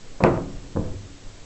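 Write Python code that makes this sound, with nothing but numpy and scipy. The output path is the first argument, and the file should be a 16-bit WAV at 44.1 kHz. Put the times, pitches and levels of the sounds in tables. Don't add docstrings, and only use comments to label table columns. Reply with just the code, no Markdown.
import sys
import numpy as np
from scipy import signal
from scipy.fft import rfft, irfft, next_fast_len
from scipy.io import wavfile
from scipy.ndimage import uniform_filter1d, map_coordinates

SR = 44100
rng = np.random.default_rng(int(sys.argv[2]) if len(sys.argv) > 2 else 0)


def persist_wave(psi):
    counts = np.round(np.clip(psi, -1, 1) * 32767).astype(np.int16)
    wavfile.write(sys.argv[1], SR, np.atleast_2d(counts).T)


N = 63945
T = np.arange(N) / SR

# t/s, level/dB, cutoff f/Hz
STRIKES_AND_ECHO = [(.2063, -15, 650), (0.2381, 0.5, 3980), (0.2396, -6.5, 1146), (.2478, -8.5, 880),
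                    (.3758, -16, 850)]
# f/Hz, relative level/dB
CRACK_SPECTRUM = [(60, -11.5), (200, -7), (700, 6), (1500, -7.5), (2450, 2.5), (3300, -24.5), (4300, -15.5),
                  (5550, -33), (6700, -24.5), (8200, -21.5)]
# f/Hz, level/dB, T60/s
SMACK_MODES = [(334, -6.5, 0.021), (619, -5.5, 0.017), (913, -11, 0.035), (1883, -22.5, 0.015),
               (2260, -15.5, 0.0064)]
def cracks():
    pulse_db, grit_db = -4, -17.5
    out = np.zeros(N)
    for start, db, cutoff in STRIKES_AND_ECHO:
        pulse = amp(pulse_db) * pressure_pulse(CRACK_SPECTRUM, cutoff)
        smack = sum(amp(level) * lowpass(hz, cutoff) * sine(hz) * decay(t60)
                    for hz, level, t60 in SMACK_MODES)
        grit = amp(grit_db) * steadied(noise(CRACK_SPECTRUM, cutoff), size=130) * decay(t60=0.012)
        out += at(start, amp(db) * (pulse + smack * rise(attack_s=0.0006) + grit))
    return out


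# t/s, level/dB, cutoff f/Hz
LANDING_CONTACTS = [(0.2037, -25.5, 1700), (0.2376, -13, 3340), (.374, -33.5, 1000)]
# f/Hz, relative level/dB
KNOCK_SPECTRUM = [(30, -19.5), (70, -11.5), (140, -4), (340, -3.5), (560, -5), (880, -11), (1200, -11.5),
                  (1750, -23.5), (2550, -26), (3200, -37), (7000, -38.5)]
def knocks():
    ring_db = -4.5
    out = np.zeros(N)
    for start, db, cutoff in LANDING_CONTACTS:
        echo = reverberation(KNOCK_SPECTRUM, cutoff)
        ring = amp(ring_db) * ringing("knock", cutoff)
        out += at(start, amp(db) * (echo + ring))
    return out


# t/s, echo level/dB, direct peak level/dB, cutoff f/Hz
SOFT_CONTACTS = [(0.7542, -28.5, -58, 450), (0.7628, -30.5, -16, 2200), (0.7711, -30.5, -11.5, 1300),
                 (.868, -42, -37.5, 730), (.917, -47, -38.5, 600)]
# f/Hz, relative level/dB
THUD_SPECTRUM = [(30, -22), (90, 3.5), (130, -5), (200, -5.5), (290, -9.5), (370, -8), (500, -4),
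                 (620, -16.5), (1050, -15.5), (1350, -26.5), (1700, -23.5), (2100, -45.5), (6000, -39)]
def thuds():
    ring_start_s, ring_db = 0.766, -24.5
    out = np.zeros(N)
    for start, echo_db, direct_db, cutoff in SOFT_CONTACTS:
        echo = amp(echo_db) * reverberation(THUD_SPECTRUM, cutoff)
        direct = amp(direct_db) * pressure_pulse(THUD_SPECTRUM, cutoff)
        out += at(start, echo + direct)
    return out + at(ring_start_s, amp(ring_db) * ringing("thud"))


# t/s, level/dB, f/Hz
WEIGHT_PUSHES = [(0.234, -12.5, 115.7), (0.7535, -20.5, 127)]
def pushes():
    return sum(at(start, -amp(db) * sine(hz) * decay(t60=0.063)) for start, db, hz in WEIGHT_PUSHES)


# f/Hz, level in a knock/dB, level in a thud/dB, T60/s
SCOOTER_MODES = [(99, -26, -5, 1.32), (139, -4.5, -32.5, 0.17), (169.3, -2.5, -12.5, 0.53),
                 (205.6, -7, -10.5, 0.62), (247, -4, -20, 0.27), (280, -15, -13, 1.67),
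                 (300, -11.5, 1, 0.29), (349, 1.5, -12, 0.38), (367.7, -20, -26.5, 1.85),
                 (441.6, -5, -12, 0.24), (501.7, -7.5, -11.5, 0.49), (534, 0.5, -8, 0.35),
                 (584, -9.5, -26, 0.15), (642.7, -10, -12.5, 0.53)]
def ringing(blow, cutoff=np.inf):
    waver_db, waver_hz, waver_rad = 3.5, 8.7, 0.5
    out = np.zeros(N)
    for hz, knock_db, thud_db, t60 in SCOOTER_MODES:
        db = knock_db if blow == "knock" else thud_db
        gain = amp(db + waver_db * wobble(waver_hz)) * lowpass(hz, cutoff)
        phase = rng.uniform(0, 2 * np.pi) + waver_rad * wobble(waver_hz)
        out += gain * decay(t60) * sine(hz, phase)
    return out * rise(attack_s=0.0023)


# f/Hz, T60/s
WALL_DECAY = [(50, 1.5), (160, .7), (420, 0.44), (1100, 0.43), (2900, 0.33), (7000, .3)]
def reverberation(spectrum, cutoff):
    reflections = steadied(noise(spectrum, cutoff), size=1100)
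    hz, t, bands = signal.stft(reflections, SR, nperseg=512)
    absorption = np.exp(-np.log(1000) * t / along(WALL_DECAY, hz)[:, None])
    _, tail = signal.istft(bands * absorption, SR, nperseg=512)
    return tail[:N] * rise(attack_s=0.00076)


# t/s, level/dB
BOOM_ONSETS = [(0.24, -31.5), (0.755, -38)]
def booms():
    boom = sine(hz=37) * decay(t60=1.5) * rise(attack_s=0.025)
    return sum(at(start, amp(db) * boom) for start, db in BOOM_ONSETS)


# t/s, level/dB
ROLL_ENVELOPE = [(0, -42), (.2, -37), (.3, -49.5), (.55, -35.5), (.7, -38), (.93, -31), (.99, -50),
                 (1.17, -50.5), (1.29, -35), (1.38, -50), (1.45, -36.5)]
# f/Hz, relative level/dB
ROLL_SPECTRUM = [(25, 17), (50, -1), (90, -5), (140, -1.5), (200, -17), (290, -9), (360, -11.5),
                 (470, -8.5), (700, -20), (1200, -27), (3000, -42)]
def rolling():
    rough_db = 1
    rumble = noise(ROLL_SPECTRUM)
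    level_db = np.interp(T, *np.transpose(ROLL_ENVELOPE))
    return rumble * amp(level_db + rough_db * wobble(rate_hz=21.1))


# f/Hz, relative level/dB
AMBIENT_SPECTRUM = [(25, 14.5), (60, -16.5), (105, 2.5), (150, -4), (300, 2.5), (480, -7.5), (650, -7),
                    (850, -15.5), (1300, -16.5), (3000, -41)]
def background():
    return amp(db=-50.5) * noise(AMBIENT_SPECTRUM)


def pressure_pulse(spectrum, cutoff, size=4096):
    hz = np.fft.rfftfreq(size, 1 / SR)
    magnitude = amp(along(spectrum, hz)) * lowpass(hz, cutoff)
    cepstrum = irfft(np.log(magnitude))
    folded = 2 * cepstrum * (np.arange(size) < size // 2)
    pulse = irfft(np.exp(rfft(folded)))
    return np.pad(pulse / np.abs(pulse).max(), (0, N - size))


def noise(spectrum, cutoff=np.inf):
    white = rng.standard_normal(N)
    x = filtered(white, lambda hz: amp(along(spectrum, hz)) * lowpass(hz, cutoff))
    return x / np.sqrt(np.mean(x ** 2) + 1e-20)


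def filtered(x, response):
    size = next_fast_len(N + SR // 2)
    hz = np.fft.rfftfreq(size, 1 / SR)
    return irfft(rfft(x, size) * response(hz), size)[:N]


def lowpass(hz, cutoff):
    return 1 / np.sqrt(1 + (hz / cutoff) ** 4)


def steadied(x, size):
    return x / np.sqrt(np.abs(uniform_filter1d(x ** 2, size)) + 1e-9)


def wobble(rate_hz):
    return map_coordinates(rng.standard_normal(200), [T * rate_hz], mode="mirror")


def along(points, hz):
    freqs, values = np.transpose(points)
    return np.interp(np.log(hz + 1), np.log(freqs + 1), values)


def amp(db):
    return 10 ** (np.asarray(db) / 20)


def sine(hz, phase=0):
    return np.sin(2 * np.pi * hz * T + phase)


def decay(t60):
    return np.exp(-np.log(1000) * T / t60)


def rise(attack_s):
    return 1 - np.exp(-T / attack_s)


def at(start, x):
    return np.pad(x, (round(start * SR), 0))[:N]


def scene():
    return (knocks() + thuds() + cracks() + pushes() + booms() + rolling() + background())[None]


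# f/Hz, relative level/dB
HISS_SPECTRUM = [(100, 11.5), (1000, -0.5), (2500, -1), (5000, -2), (7800, -2), (8200, -15), (8600, -50.5)]
def record(dry):
    band_hz, distortion_top_hz = 8350, 16600
    ceiling, knee = 0.71, 14
    hiss = amp(db=-49.5) * noise(HISS_SPECTRUM)
    whine = amp(db=-73) * np.sqrt(2) * sine(hz=8000)
    narrow = filtered(dry[0] + hiss + whine, lambda hz: hz < band_hz)
    clipped = narrow / (1 + np.abs(narrow / ceiling) ** knee) ** (1 / knee)
    return filtered(clipped, lambda hz: hz < distortion_top_hz)[None]


dry = scene()
out = record(dry)
persist_wave(out)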